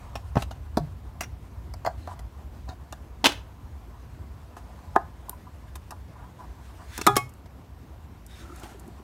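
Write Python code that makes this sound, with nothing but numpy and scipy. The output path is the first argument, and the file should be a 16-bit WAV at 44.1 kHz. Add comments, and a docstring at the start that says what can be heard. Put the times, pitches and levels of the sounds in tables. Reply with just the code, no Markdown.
"""A quiet workshop: a hand works the lid off a metal paint can, close to a phone microphone.
Each contact is a burst of tiny slips that rings modes of the tin and bench and adds clicks and ticks.
Rubs are shaped noise with a hum, among them a low bench ring and a short tap; faint rings join them.
A tool clatters a little further off, with more of the room's echo, as noise bursts without a ring.
Behind it all lie a low lumpy rumble and the hiss of the room, both shaped noise."""
import sys
import numpy as np
from scipy import signal
from scipy.fft import rfft, irfft
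from scipy.io import wavfile
from scipy.ndimage import uniform_filter1d

SR = 44100
rng = np.random.default_rng(int(sys.argv[2]) if len(sys.argv) > 2 else 0)


def transcribe(signal):
    """Save signal, clipped to [-1, 1], as a 16-bit WAV file at the path in sys.argv[1]."""
    frames = np.atleast_2d(signal).T
    limited = np.clip(frames, -1, 1)
    pcm = np.round(limited * 32767).astype(np.int16)
    wavfile.write(sys.argv[1], SR, pcm)


N = 398223  # samples, about 9 s

# Contacts of hand, lid and can. Each row: start in seconds, then ring, thump, click and tick
# levels in dB, and t60 of the slips in seconds.
CONTACTS = [(0.154, -30, -35, -37.5, -55, 0.079), (0.355, -27.5, -23, -41, -61, 0.083),
            (0.367, -18, -12, -38.5, -69, 0.077), (0.422, -33, -39, -34, -44, 0.055),
            (0.509, -36, -43, -45.5, -57, 0.075), (0.771, -18.5, -17, -33.5, -45, 0.057),
            (1.208, -33.5, -42, -31, -35.5, 0.066), (1.234, -58, -68, -38.5, -64, 0.058),
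            (1.738, -42.5, -55, -46, -51, 0.026), (1.848, -26, -53, -43.5, -55, 0.093),
            (1.862, -23.5, -37, -33, -61, 0.064), (1.871, -18, -45, -62, -69, 0.092),
            (2.073, -33, -43, -51, -60, 0.044), (2.192, -46.5, -47, -48.5, -55.5, 0.031),
            (2.688, -39.5, -38, -47.5, -77, 0.12), (2.925, -35.5, -46.5, -41.5, -44, 0.033),
            (4.566, -39, -46, -54, -60, 0.13), (4.96, -9.5, -19, -39.5, -45, 0.028),
            (5.295, -44, -48, -44, -29.5, 0.0084), (5.755, -42, -48, -47, -45, 0.04),
            (5.907, -41, -50, -44, -45, 0.045), (6.978, -40, -55, -34, -34.5, 0.016),
            (6.987, -36, -33.5, -45, -59, 0.039), (7.013, -44, -47, -28, -41, 0.029),
            (7.066, -15.5, -21.5, -17, -19, 0.04), (7.072, -6, -16, -58, -48, 0.085),
            (7.165, -17.5, -19.5, -21.5, -20.5, 0.055), (7.459, -77, -76, -48.5, -85, 0.048),
            (8.631, -51, -41.5, -46, -54, 0.12)]
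# Pitches heard at chosen moments, interpolated between them. Each row: time in seconds, pitch
# favoured in the tin in Hz, pitch favoured in the bench in Hz, tin pitch ratio, rim pitch in Hz.
PITCHES_HEARD = [(.36, 570, 110, 1.085, 2480), (.77, 640, 220, 0.94, 3500), (1.21, 660, 200, 0.98, 5710),
                 (1.9, 710, 110, 0.97, 4140), (4.9, 790, 298, 1.045, 2400), (7.07, 1152, 293, 1.01, 5400)]
# Modes of the tin with the lid seated. Each row: pitch in Hz, relative level in dB,
# t60 in seconds when free of the hand.
SEATED_MODES = [(574.8, 1.5, 0.026), (670, -1.5, 0.089), (750.7, -5.5, .14), (850, -6, 0.11),
                (996.5, -3.5, 0.13), (1193, -4, 0.095), (1415, -6, 0.11), (1573, -7, 0.095),
                (1660, -7, 0.12), (1834, -9, 0.079)]
# Modes of the lid as it springs free. Each row: pitch in Hz, relative level in dB, t60 in seconds.
FREE_MODES = [(400, -12, .11), (759, -15, .11), (820, -21, .24), (980, -5, .03), (1114, -16, .17),
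              (1244, 0, .095), (1394, -21, .13), (1680, -27, .22), (2440, -32, .12), (3381, -29, .13),
              (3660, -20, .035)]
# Modes of the open can. Each row: pitch in Hz, relative level in dB, t60 in seconds.
OPEN_MODES = [(725, -7, .13), (829, -12, .14), (1122, -3, .14), (1200, 0, .04), (2186, -12, .21),
              (2514, -20, .14), (3200, -13, .09)]
# Modes of the bench. Each row: pitch in Hz, relative level in dB, t60 in seconds before shortening.
BENCH_MODES = [(106.4, -5.5, 0.11), (224.4, 0.7, 0.062), (341, -1.5, 0.068), (403, 1, 0.11)]
# Colour of a click. Each row: frequency in Hz, relative level in dB.
CLICK_COLOUR = [(1800, -5.5), (3000, -10), (5500, -14), (9000, -29)]
# Colour of a tick. Each row: frequency in Hz, relative level in dB.
TICK_COLOUR = [(3500, -7), (6500, 11.5), (13000, 9), (16000, -8.5)]
# Faint rings of bench and tin. Each row: start in seconds, level in dB, favoured pitch in Hz.
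FAINT_RINGS = [(4.951, -28, 800), (5.283, -39.5, 950), (5.326, -41.5, 1000), (5.467, -44.5, 1000),
               (5.916, -37.5, 1000), (8.745, -43.5, 400), (8.878, -38.5, 257), (8.995, -43, 258)]
# Sticky paint lets go in tiny ticks. Each row: start in seconds, level in dB.
PAINT_TICKS = [(7.293, -54), (7.338, -55.5), (8.264, -49), (8.56, -50), (8.597, -51), (8.796, -50),
               (8.878, -56.5)]
# Rubs, plus a low ring of the bench (150 Hz) and one very short hissing tap (8.4 ms).
# Each row: start in seconds, length in seconds, hiss level in dB, hum level in dB, hum pitch in Hz.
RUBS = [(0.785, 0.13, -72, -34, 150), (1.95, 0.16, -62.5, -67, 4000), (2.66, 0.095, -64, -48, 730),
        (4.55, 0.52, -67, -56.5, 840), (2.07, 0.087, -60, -43.5, 940), (7.054, 0.24, -69, -33, 126.2),
        (6.13, 0.18, -74, -53.5, 1020), (6.374, 0.1, -62.5, -47.5, 1000), (6.888, 0.23, -48, -54.5, 3500),
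        (7.155, 0.0084, -29, -51, 3700), (8.265, 0.2, -57.5, -59, 3650), (8.3, 0.52, -67, -57, 1325),
        (8.54, 0.22, -61, -51.5, 783), (8.27, 0.75, -65, -55.5, 334), (0.372, 0.06, -48.5, -64, 4200)]
# Colour of skin on metal. Each row: frequency in Hz, relative level in dB per Hz.
SKIN_COLOUR = [(880, -16), (1500, 8.5), (3150, 0.5), (8570, -3.5), (15700, -14), (16000, -40)]
# Bounces of the tool. Each row: start in seconds, level in dB, t60 of the slips in seconds.
CLATTER = [(3.242, -14.5, 0.07), (3.25, -17, 0.1), (3.257, -9.5, 0.046), (3.266, -12.5, 0.038),
           (3.29, -28, 0.047), (3.32, -33, 0.039)]
# Colour of the tool. Each row: frequency in Hz, relative level in dB per Hz.
TOOL_COLOUR = [(110, -22), (280, -1.5), (480, -9), (1020, -5), (1600, -11), (3290, -6.5), (16000, -35)]
# The holding hand. Each row: time in seconds, skin hiss level in dB, murmur level of the tin in dB.
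HANDLING = [(0, -62, -53.5), (.6, -67.5, -61), (6.4, -66, -60.5), (6.9, -57.5, -57), (7.4, -70, -65),
            (9.03, -65, -58.5)]
# Echo of the workshop. Each row: frequency in Hz, t60 in seconds.
SHOP_DECAY = [(1000, 0.32), (9000, 0.26)]
# Level of the rumble. Each row: time in seconds, level in dB.
RUMBLE_LEVEL = [(0, -38.5), (5.5, -44), (9.03, -45.5)]
# Colour of the rumble. Each row: frequency in Hz, relative level in dB per Hz.
RUMBLE_COLOUR = [(22, -36), (39, -7), (60, 9), (90, 3.5), (150, -11), (260, -60.5)]
# Colour of the room hiss. Each row: frequency in Hz, relative level in dB per Hz.
HISS_COLOUR = [(80, -38), (130, -0.5), (240, -2.5), (450, -11.5), (800, -13.5), (1700, -23.5), (4000, -32),
               (10500, -42), (11500, -34), (15700, -40), (15950, -75)]

LID_FREE_S, CAN_OPEN_S = 7.04, 7.1  # the lid springs free, then the can is open
RING_TIME = 0.49  # share of the listed t60 left to the seated tin and the bench
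RATTLE_DB, RATTLE_T60 = -42.5, .22  # the lid chatters on after each push; t60 in seconds
RIM_DB, RIM_T60 = -5, .016  # the seated rim's ping: dB relative to the click, t60 in seconds
HISS_DB = -52.5
EDGE_HZ = 16500  # upper band limit
LEAD = 256  # samples of run-up before each contact


def contact(s, ring_db, thump_db, click_db, tick_db, slip_t60):
    """One firm push and its slips ring the tin; the bench takes the slow part of the push."""
    t, slips = slipping(slip_t60)
    when, *heard = np.transpose(PITCHES_HEARD)
    ring_hz, thump_hz, bend, rim_hz = (np.interp(s, when, column) for column in heard)

    push = 3. * signal.unit_impulse(len(t), LEAD)
    rattle = peaked(slipping(RATTLE_T60, grain_db=3.5)[1], RATTLE_DB)
    force = peaked(slips, -24) + push + rattle

    modes = SEATED_MODES if s < LID_FREE_S else FREE_MODES if s < CAN_OPEN_S else OPEN_MODES
    if modes is SEATED_MODES:  # the pressing hand bends the lid: pitch and decay rate scale together
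        tin = ringing(modes, bend * t, reach(modes, ring_hz, 11.0), RING_TIME)
    else:
        tin = ringing(modes, t)
    bench = ringing(BENCH_MODES, t, reach(BENCH_MODES, thump_hz, 12.4), RING_TIME)
    responses = np.array([tin, bench])
    ring, thump = signal.fftconvolve(force[None], responses, axes=1)[:, :len(t)]

    # harder contacts tick higher: a treble tilt in dB per octave about 8 kHz
    hard_db = 1.1 * np.clip(tick_db - click_db, -3., 18.)
    tick_colour = [(hz, db + hard_db * np.log2(hz / 8000)) for hz, db in TICK_COLOUR]
    # each click gets its own random uneven colour
    uneven_colour = np.transpose([np.arange(40) * SR / 80, 4.4 * rng.standard_normal(40)])
    click = peaked(coloured(coloured(slips, uneven_colour), CLICK_COLOUR), click_db)
    bright = click + peaked(coloured(slips, tick_colour), tick_db)
    if modes is SEATED_MODES:  # the rim pings at its pitch and an octave below
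        rim = ringing([(rim_hz / 2, 0, RIM_T60), (rim_hz, 0, RIM_T60)], t)
        bright = bright + peaked(signal.fftconvolve(slips, rim)[:len(t)], click_db + RIM_DB)
    return (peaked(ring, ring_db) + peaked(thump, thump_db) + bright)[:-4 * LEAD]


def faint_rings():
    """A faint cluster of slips rings the bench and seated tin modes near one pitch."""
    out, modes = np.zeros(N), BENCH_MODES + SEATED_MODES
    for s, db, hz in FAINT_RINGS:
        t, slips = slipping(0.045)
        response = ringing(modes, t, reach(modes, hz, 23.0), RING_TIME)
        ring = signal.fftconvolve(slips, response)[:len(t) - 4 * LEAD]
        add(out, s - LEAD / SR, peaked(ring, db))
    return out


def paint_ticks():
    """Sticky paint lets go in dry treble bursts with no ring."""
    out = np.zeros(N)
    for s, db in PAINT_TICKS:
        tick = peaked(coloured(slipping(.03)[1], TICK_COLOUR), db)
        add(out, s - LEAD / SR, tick[:-4 * LEAD])
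    return out


def rubs():
    """Rubs, a low bench ring and a short tap: shaped hiss, and modes kept humming by uneven noise."""
    out, skin = np.zeros(N), noise(SKIN_COLOUR, 1.5, 1.5)
    drag = rng.standard_normal(N) * gain_of(3.3 * wavering(top_hz=50))
    for s, length, hiss_db, hum_db, hz in RUBS:
        t = np.arange(round(length * SR)) / SR
        here = slice(round(s * SR), round(s * SR) + len(t))
        if s < LID_FREE_S and SEATED_MODES[0][0] < hz < SEATED_MODES[-1][0]:
            # the whole seated lid answers
            response = ringing(SEATED_MODES, t, reach(SEATED_MODES, hz, 18.0), RING_TIME)
        else:
            t60 = .013 + 2000 / hz ** 2  # all but the lowest pitches die quickly
            response = ringing([(hz, 0, t60), (1.06 * hz, -3, t60)], t)
        hum = evened(signal.fftconvolve(drag[here], response)[:len(t)])
        sound = gain_of(hiss_db) * skin[here] + gain_of(hum_db) * hum
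        add(out, s, sound * signal.windows.tukey(len(t), .6))
    return out


def clatter():
    """Quick bounces of a tool that has no ring of its own: coloured bursts of slips."""
    out = np.zeros(N)
    for s, db, slip_t60 in CLATTER:
        bounce = peaked(coloured(slipping(slip_t60, grain_db=3.5)[1], TOOL_COLOUR), db)
        add(out, s - LEAD / SR, bounce[:-4 * LEAD])
    return out


def handling():
    """The holding hand hisses faintly, and its drag keeps the heavily damped tin murmuring."""
    hiss_db, murmur_db = along(HANDLING)
    drag = rng.standard_normal(N) * gain_of(2.5 * wavering(top_hz=12))
    t = np.arange(8192) / SR
    tin = ringing(SEATED_MODES, t, reach(SEATED_MODES, 780, 11.0), longer=0.13)
    murmur = evened(signal.oaconvolve(drag, tin)[:N])
    return gain_of(hiss_db) * noise(SKIN_COLOUR, 2.2, 1.5) + gain_of(murmur_db) * murmur


def shop(x):
    """The workshop's echo: sparse taps of random sign, each band dying at its own speed."""
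    taps = np.zeros(SR // 2)
    at = np.arange(300, SR // 2 - 20, 20)
    taps[at + rng.integers(0, 20, len(at))] = rng.choice([-1., 1.], len(at))
    hz, t, z = signal.stft(taps, SR, nperseg=256)
    decay = gain_of(-60 * t / read(SHOP_DECAY, hz)[:, None])
    tail = signal.istft(z * decay, SR, nperseg=256)[1]
    return signal.fftconvolve(x, tail / np.linalg.norm(tail))[:N]


def room_tone():
    """A low rumble, lumpy from its slowly wavering level, under the steady hiss."""
    lumpy = gain_of(2.0 * wavering(top_hz=8)) * rng.standard_normal(N)
    rumble = gain_of(along(RUMBLE_LEVEL)[0]) * evened(coloured(lumpy, RUMBLE_COLOUR))
    return rumble + gain_of(HISS_DB) * noise(HISS_COLOUR, 1.3, 0.45)


def slipping(slip_t60, grain_db=8.0):
    """Time in seconds, and a dying cluster of tiny slips after first contact: grainy noise."""
    t = np.arange(12288) / SR
    a, b = rng.standard_normal((2, len(t)))
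    grains = a * gain_of(grain_db * b - 60 * t / max(slip_t60, .004))
    return t, np.roll(grains * np.minimum(t / 0.0005, 1), LEAD)


def ringing(modes, t, weights_db=0, longer=1):
    """The response of a set of dying modes to one soft blow; neighbours start in opposite directions."""
    hz, db, t60 = np.transpose(modes)[:, :, None]
    sign = (-1.) ** np.arange(len(modes))[:, None]
    rise = (1 - np.exp(-t * hz / 0.16)) ** 2
    decay = gain_of(db + weights_db - 60 * t / (t60 * longer))
    return (sign * rise * decay * np.sin(2 * np.pi * hz * t)).sum(0)


def reach(modes, centre_hz, slope_db):
    """Favours the modes nearest to a centre pitch, falling by slope_db per octave."""
    return -slope_db * abs(np.log2(np.transpose(modes)[0] / centre_hz))[:, None]


def noise(spectrum, patchy_db, swell_db):
    """Random short-time spectra with drifting patches and a flicker shared by all bins; rms 1."""
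    frames, hz = N // 256 + 5, np.fft.rfftfreq(1024, 1 / SR)
    a, b, patches = rng.standard_normal((frames, 513, 3)).T
    swell = evened(uniform_filter1d(patches[:30].mean(0), size=6))
    patches = uniform_filter1d(patches, size=10, axis=0)  # across bins
    patches = evened(uniform_filter1d(patches, size=12, axis=1))  # across frames
    level_db = read(spectrum, hz)[:, None] + patchy_db * patches + swell_db * swell
    z = (a + 1j * b) * gain_of(level_db)
    return evened(signal.istft(z, nperseg=1024, noverlap=768)[1][:N])


def coloured(x, spectrum):
    """Filters x to a spectrum given as frequency in Hz and level in dB."""
    gain = gain_of(read(spectrum, np.fft.rfftfreq(len(x), 1 / SR)))
    return irfft(rfft(x) * gain, len(x))


def wavering(top_hz):
    """A slow random curve of rms 1."""
    return evened(coloured(rng.standard_normal(N), [(top_hz, 0), (3 * top_hz, -60)]))


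def gain_of(db):
    """Amplitude factor of a level in dB."""
    return 10 ** (np.asarray(db) / 20)


def evened(x):
    """Scales x to rms 1."""
    return x / np.sqrt(np.mean(x ** 2) + 1e-20)


def peaked(x, db):
    """Scales a hit so that its loudest 4 ms reach the level db."""
    return gain_of(db) * x / np.sqrt(uniform_filter1d(x ** 2, size=176).max() + 1e-20)


def read(points, hz):
    """Interpolates a table over log frequency."""
    f, value = np.transpose(points)
    return np.interp(np.log(hz + 1), np.log(f + 1), value)


def along(rows):
    """Each column of a timed table, interpolated at every sample."""
    s, *columns = np.transpose(rows)
    return [np.interp(np.arange(N) / SR, s, c) for c in columns]


def add(mix, s, sound):
    """Adds a sound to the mix, starting at s seconds."""
    part = mix[round(s * SR):][:len(sound)]
    part += sound[:len(part)]


def scene():
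    """The can up close, the tool further off with more echo, and the room behind."""
    near, tool = rubs() + faint_rings() + paint_ticks(), clatter()
    for row in CONTACTS:
        add(near, row[0] - LEAD / SR, contact(*row))
    wet = shop(gain_of(-20.5) * near + gain_of(-15.0) * tool)
    return (near + tool + wet + handling() + room_tone())[None]


def record(dry):
    """The microphone: a soft limit on the loudest peaks, then the band limit."""
    held = .95 * np.tanh(dry / .95)
    lowpass = signal.firwin(511, EDGE_HZ, window=("kaiser", 9), fs=SR)
    return signal.oaconvolve(held, lowpass[None], "same")


dry = scene()
out = record(dry)
transcribe(out)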